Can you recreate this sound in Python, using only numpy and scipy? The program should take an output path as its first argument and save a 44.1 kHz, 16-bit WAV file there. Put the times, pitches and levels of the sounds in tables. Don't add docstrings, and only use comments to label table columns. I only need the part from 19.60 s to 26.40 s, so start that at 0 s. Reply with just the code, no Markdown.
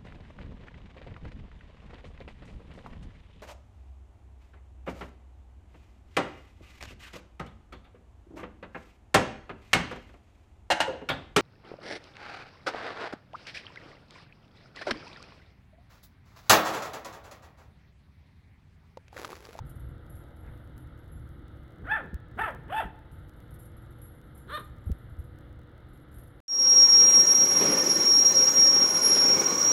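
import sys
import numpy as np
from scipy import signal
from scipy.fft import rfft, irfft, next_fast_len
from scipy.io import wavfile
from scipy.ndimage import map_coordinates

SR = 44100
rng = np.random.default_rng(int(sys.argv[2]) if len(sys.argv) > 2 else 0)


def to_wav(sig):
    pcm = np.clip(np.atleast_2d(sig), -1, 1) * 32767
    pcm = np.round(pcm).astype(np.int16)
    wavfile.write(sys.argv[1], SR, pcm.T)


N = 300010

# (frequency [Hz], relative level [dB])
TAG_SCRAPE = [(6500, -19.5), (7400, -18), (8300, -17), (9500, 1), (10600, -5.5), (11600, 3.5), (12800, -4),
              (13500, -36)]


def amp(db):
    return 10 ** (np.asarray(db) / 20)


def unit(x):
    return x / np.sqrt(np.mean(x ** 2) + 1e-20)


def along(points, hz):
    knots_hz, values = np.transpose(points)
    return np.interp(np.log(hz + 1), np.log(knots_hz + 1), values)


def wobble(rate, size=N):
    knots = rng.standard_normal(int(size * rate / SR) + 4)
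    return map_coordinates(knots, [np.arange(size) * rate / SR])


def filtered(x, response):
    size = next_fast_len(len(x) + SR // 10)
    return irfft(rfft(x, size) * response(np.fft.rfftfreq(size, 1 / SR)), size)[:len(x)]


def coloured(x, spectrum):
    return unit(filtered(x, lambda hz: amp(along(spectrum, hz))))


def noise(spectrum, size=N):
    return coloured(rng.standard_normal(size), spectrum)


def add(track, start_s, sound):
    part = track[max(round(start_s * SR), 0):][:len(sound)]
    part += sound[:len(part)]


def far_traffic(rumble_gain_db=1, wash_db=-55):
    # (time [s], level before the gain [dB])
    swells = [(0.0, -41.5), (0.3, -48.5), (2.84, -50), (3.09, -47), (3.41, -50.5), (5.72, -48.5),
              (6.17, -54), (6.8, -51)]
    # (frequency [Hz], relative density [dB])
    rumble_colour = [(12, -32), (20, -19), (47, -1), (69, 2.5), (119, -4.5), (160, -8), (177, -26),
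                     (226, -16.5), (260, -20), (340, -41), (570, -120)]
    wash_colour = [(150, 3.5), (280, -1), (500, -6), (800, -10), (1100, -15), (1350, -5.5), (1700, -13.5),
                   (2100, -15.5), (2480, -32.5), (2900, -23), (3700, -21.5), (4600, -35.5), (6000, -46.5),
                   (15000, -54)]
    swell_db = np.interp(np.arange(N) / SR, *np.transpose(swells))
    rumble = amp(swell_db + rumble_gain_db + 3 * wobble(9)) * noise(rumble_colour)
    wash = amp(wash_db + 0.69 * wobble(8.9)) * noise(wash_colour)
    return rumble + wash


def far_machinery():
    # (frequency [Hz], level [dB])
    tones = [(120, -55), (226, -86.5), (301.5, -61.5), (339, -63.5), (490, -66), (560, -70.5),
             (1254, -72.5)]
    t = np.arange(N) / SR
    return sum(amp(db + 2 * wobble(6)) * np.sin(2 * np.pi * hz * t + 1.3 * wobble(14))
               for hz, db in tones)


def clink(dull, ring_db=-17, clash_db=-10, clash_t60=0.093, attack_s=0.002, shimmer_db=3.5, detune_hz=45):
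    # (frequency [Hz], relative level [dB], t60 [s])
    modes = [(7390, -15, .35), (7520, -21, .15), (9060, -17, .15), (9330, -9, .35), (9560, -15, .15),
             (9810, -8, .3), (10120, -13, .2), (11150, -11, .15), (11280, -3, .35), (11345, -4, .35),
             (11520, -11, .2), (11820, -8, .2), (12100, -13, .15), (12650, -12, .15), (15200, -27, .2)]
    t = np.arange(SR // 3) / SR
    hz, db, t60 = np.transpose(modes)[:, :, None]
    strength, detune, phase = rng.standard_normal((3, len(modes), 1))
    swing = np.array([wobble(65, len(t)) for _ in range(3)])[np.arange(len(modes)) % 3]
    level = amp(db + 3 * strength + shimmer_db * swing - 60 * t / t60)
    ring = np.sum(level * np.sin(2 * np.pi * ((hz + detune_hz * detune) * t + phase)), axis=0)
    clash = noise(TAG_SCRAPE, len(t)) * amp(-60 * t / clash_t60)
    onset = 1 - np.exp(-t / attack_s)
    return onset * (amp(ring_db) * np.sqrt(1 - dull) * ring + amp(clash_db) * np.sqrt(dull) * clash)


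def tinkle(length_s, touches_per_s=14):
    out = np.zeros(int(length_s * SR) + SR // 3)
    for k in range(int(length_s * touches_per_s) + 1):
        start = (k + rng.uniform(0, 1)) / touches_per_s
        add(out, start, amp(rng.normal(0, 2.6)) * clink(dull=0.36))
    return out / np.sqrt(np.sum(out ** 2) / (length_s * SR))


def collar_tags(bounce_db=-6, slide_db=-87, slide_swing_db=4):
    # (time [s], gain [dB], dullness [0-1])
    touches = [(0.093, -44, 1), (.497, -45.5, 0), (0.55, -45.5, 0.16), (.76, -50.5, .05),
               (1.179, -49.5, .1), (1.517, -51, .05), (3.518, -52, 0.4), (3.939, -46, 1),
               (3.992, -41.5, 0.27), (4.052, -48.5, .95), (4.415, -40.5, .05), (4.638, -56, 0),
               (4.747, -44, .05), (4.775, -46.5, 1), (4.992, -42, 0.72), (5.258, -48.5, 0.4),
               (5.587, -49, 0.6), (6.348, -57, .1), (6.539, -45, .05), (6.581, -44.5, 1)]
    # (time [s], length [s], level [dB])
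    tumbles = [(0, .28, -73), (1.036, .62, -81), (3.495, .35, -80), (3.901, 0.69, -74.5),
               (5.152, 0.35, -78), (6.241, 0.43, -76.5)]
    out = noise(TAG_SCRAPE) * amp(slide_db + slide_swing_db * wobble(8.7))
    for start, db, dull in touches:
        dull = max(dull, 0.05)
        add(out, start, amp(db) * clink(dull))
        add(out, start + rng.uniform(0.0065, 0.073), amp(db + bounce_db) * clink(dull))
    for start, length, db in tumbles:
        add(out, start, amp(db) * tinkle(length))
    return out


def soft_swells(log_width=0.39):
    # (time [s], length [s], level at its middle [dB], band centre [Hz])
    swells = [(0.348, 0.83, -63.5, 644), (0.809, 0.13, -62.5, 1570), (1.739, 0.14, -54.5, 278),
              (6.553, 0.16, -70, 590)]
    out = np.zeros(N)
    for start, length, db, centre_hz in swells:
        size = int(length * SR)
        band = lambda hz: np.exp(-(np.log((hz + 1) / centre_hz) / log_width) ** 2)
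        narrow_noise = unit(filtered(rng.standard_normal(size), band))
        add(out, start, amp(db) * narrow_noise * np.hanning(size))
    return out


def ticks(tick_gain_db=8, crackle_db=-52, crackle_count=170):
    # (time [s], level before the gain [dB])
    sharp_ticks = [(1.18, -45.5), (1.392, -55.5), (1.6912, -52.5), (1.8822, -53.5), (2.5442, -38),
                   (2.908, -47.5), (2.9489, -45), (3.695, -47.5), (3.804, -50), (4.6153, -51), (5.318, -37),
                   (5.7881, -49)]
    out = np.zeros(N)
    spread_db = rng.uniform(-7, 5, crackle_count)
    out[rng.integers(0, N, crackle_count)] = amp(crackle_db + spread_db)
    for start, db in sharp_ticks:
        add(out, start, amp([db + tick_gain_db]))
    return out


def growl(pitch, effort, slowest_hz=107.27, jitter=0.1203, loudest_effort=0.46, effort_spread=0.23):
    # (frequency [Hz], relative gain [dB])
    chest = [(70, -38), (150, 4.5), (280, -4), (450, -6.5), (900, -33), (2000, -54)]
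    size = len(pitch)
    flap_hz = np.hypot(slowest_hz, pitch / 2) * (1 + jitter * wobble(120, size))
    cycles = np.cumsum(flap_hz) / SR
    pulses = np.diff(np.floor(cycles), prepend=0) * amp(5 * wobble(150, size))
    return coloured(pulses, chest) * np.exp(-((effort - loudest_effort) / effort_spread) ** 2 / 2)


def effort_arch(crest, rise, hold, fall, flatness, collapse=0.2):
    t = np.arange(round((crest - 2.2 * rise) * SR), round((crest + hold + 2.1 * fall) * SR)) / SR
    before = np.maximum((crest - t) / rise, 0)
    after = np.maximum((t - crest - hold) / fall, 0)
    return t, 1 / (1 + before ** flatness + after + collapse * after ** 3)


def voice(pitch, open_db, doubling, rough, mouth, hiss_db, split_hz=1080, jitter=0.005, rasp=0.065):
    # (frequency [Hz], relative level [dB])
    teeth = [(4500, -10), (6500, -20), (7800, -11.5), (8700, -3.5), (10800, -3.5), (11800, 0.5),
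             (12700, -2.5), (13400, -23)]
    size = len(pitch)
    fold_hz = pitch * (1 + (jitter + rasp * rough) * wobble(362, size))
    phase = 2 * np.pi * np.cumsum(fold_hz) / SR
    order = np.arange(1, 33)[:, None] / 2
    hz = order * pitch
    gain = mouth(hz) * np.where(order % 1, doubling * np.minimum(order, 1) ** 2, 1)
    upper = 1 / (1 + (split_hz / hz) ** 16)
    unit_power = lambda g: g / np.sqrt(np.sum(g ** 2, axis=0) + 1e-12)
    gain = unit_power(unit_power(gain * (1 - upper)) + amp(open_db) * unit_power(gain * upper))
    flicker = np.array([wobble(76.1, size) for _ in order])
    gain = unit_power(gain * amp((2 + 4 * rough) * flicker))
    partials = gain * np.sin(order * phase + rng.uniform(0, 2 * np.pi, order.shape))
    voiced = np.sqrt(2) * np.sum(partials, axis=0)
    puffs = 1 + np.cos(phase)
    hoarse = unit(filtered(puffs * rng.standard_normal(size), mouth))
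    hiss = coloured(puffs * rng.standard_normal(size), teeth)
    return np.sqrt(1 - rough ** 2) * voiced + rough * hoarse + amp(hiss_db) * hiss


def mouth_response(thin, muzzle_hz, muzzle_db, log_width=0.26):
    # (frequency [Hz], relative gain [dB])
    full_throat = [(150, -6.5), (450, -7), (850, -3.5), (1060, -6.5), (1400, 8), (1780, 2), (2130, -9),
                   (2600, -20), (3300, -22), (3700, -29.5), (4150, -45.5), (5200, -53), (7000, -75)]
    thin_throat = [(150, -3), (550, -9.5), (850, -18), (1220, 5.5), (1500, 6.5), (1850, -3), (2200, -12.5),
                   (2600, -22), (3050, -15.5), (3650, -14.5), (4200, -17), (4650, -47), (7000, -76)]

    def response(hz):
        throat_db = (1 - thin) * along(full_throat, hz) + thin * along(thin_throat, hz)
        muzzle = np.exp(-(np.log((hz + 1) / muzzle_hz) / log_width) ** 2)
        return amp(throat_db + muzzle_db * muzzle)
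    return response


def yips(push_db=3.5, push_s=0.012, sag_db_per_s=-81, flutter_db=2.17, catch_effort=0.46, reshape_s=0.033):
    # (crest [s], pitch [Hz], voice level [dB], rise [s], hold [s], fall [s],
    #   flatness of the rise [exponent], climb in the hold [octaves/s], mouth opening on the rise [dB],
    #   on the fall [dB], period doubling on the rise [0-1], after the crest [0-1], roughness [0-1],
    #   thinness of the throat [0-1], muzzle resonance [Hz], its height [dB],
    #   hiss against the voice [dB], growl level [dB])
    calls = [(2.323, 865, -29, .073, 0.031, 0.076, 2.05, 2.5, 8.5, 8, 0, 0.41, 0.2, 0, 3280, 3, -39, -49),
             (2.823, 888.4, -29.5, 0.048, 0.032, 0.083, 3.4, -1.06, -1.5, 1, 1, 0.9, 0.26, 0.14, 2730, 9.5, -30.5, -49.5),
             (3.183, 879, -28, .092, .014, .04, 3.2, 1, -9, 7, 0.16, 0, 0.17, 0.16, 2920, 17.5, -29.5, -49),
             (4.95, 602, -36, .071, .02, 0.042, 2.7, 2.2, 6, 5.5, 0.47, 0.15, 0.01, 1, 3630, 7, -22.5, -58)]
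    out = np.zeros(N)
    for (crest, crest_hz, db, rise, hold, fall, flatness, climb, rise_open_db, fall_open_db,
         rise_doubling, fall_doubling, rough, thin, muzzle_hz, muzzle_db, hiss_db, growl_db) in calls:
        t, effort = effort_arch(crest, rise, hold, fall, flatness)
        rising = t < crest
        held_s = np.clip(t - crest, 0, hold)
        push = np.exp(-((t - crest) / push_s) ** 2)
        pitch = crest_hz * effort * 2 ** (climb * held_s)
        slack = 1 - effort
        soften_db = np.where(rising, -39 * slack, -63.5 * slack ** 2)
        close_db = np.where(rising, -22, -55) * slack ** 2
        hoarseness = np.clip(rough + np.where(rising, 0.7, 0.29) * slack, 0, 0.9)
        level_db = db + soften_db + push_db * push + sag_db_per_s * held_s
        level_db += flutter_db * wobble(117.1, len(t))
        voicing = np.where(rising, (1 + np.tanh((effort - catch_effort) / 0.085)) / 2, 1)
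        open_db = np.interp(t, [crest, crest + reshape_s], [rise_open_db, fall_open_db]) + close_db
        doubling = np.where(rising, rise_doubling, fall_doubling) * (1 - push)
        mouth = mouth_response(thin, muzzle_hz, muzzle_db)
        cry = voice(pitch, open_db, doubling, hoarseness, mouth, hiss_db)
        yip = amp(level_db) * voicing * cry + amp(growl_db) * growl(pitch, effort)
        add(out, t[0], yip * signal.windows.tukey(len(t), 0.15))
    return out


def yard(x, echo_gain_db=-1, scatter_db=-14, scatter_t60=0.21, tail_db=-20):
    # (delay [s], level before the gain [dB])
    echoes = [(.019, -9), (.034, -12.5), (.056, -22), (.083, -22.5)]
    # (frequency [Hz], t60 [s])
    decay = [(200, 0.37), (900, 0.93), (3000, 0.82), (10000, 0.29)]
    hz, frame_s, spectra = signal.stft(rng.standard_normal(SR), SR, nperseg=256)
    tail = signal.istft(spectra * amp(-60 * frame_s / along(decay, hz)[:, None]), SR, nperseg=256)[1]
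    t = np.arange(len(tail)) / SR
    scatter = rng.standard_normal(len(t)) * amp(-60 * t / scatter_t60) * (t > 0.008)
    answer = amp(tail_db) * tail / np.linalg.norm(tail)
    answer += amp(scatter_db) * scatter / np.linalg.norm(scatter)
    for delay, db in echoes:
        add(answer, delay, amp([db + echo_gain_db]))
    return x + signal.fftconvolve(x, answer)[:N]


def rock(hz, cycles=2.37):
    t = np.arange(int(cycles / hz * SR)) / SR
    return np.sin(2 * np.pi * hz * t) * signal.windows.tukey(len(t), 0.7)


def microphone_bumps(knock_hz=190.6, overtone_db=-8, lag_s=0.00535):
    # (time [s], peak of the rocking [dB], its frequency [Hz], hardness [0-1])
    bumps = [(2.528, -28, 64.7, 0.57), (3.231, -36.5, 49, 0.3), (5.256, -25, 79, 0.08),
             (5.294, -22, 67, 0.54), (5.51, -37, 79, 0.05), (5.577, -29.5, 74, 0.14),
             (6.556, -38, 61, 0.26)]
    out = np.zeros(N)
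    for start, db, hz, hardness in bumps:
        add(out, start, hardness * amp(db) * rock(knock_hz))
        add(out, start + lag_s, hardness * amp(db + overtone_db) * rock(2 * knock_hz))
        add(out, start + lag_s, amp(db) * rock(hz))
    return out


def scene():
    puppies = yard(yips()) + collar_tags()
    return (puppies + soft_swells() + microphone_bumps() + ticks() + far_traffic() + far_machinery())[None]


def record(dry):
    top_hz = 16200
    return filtered(dry[0], lambda hz: hz < top_hz)[None]


dry = scene()
out = record(dry)
to_wav(out)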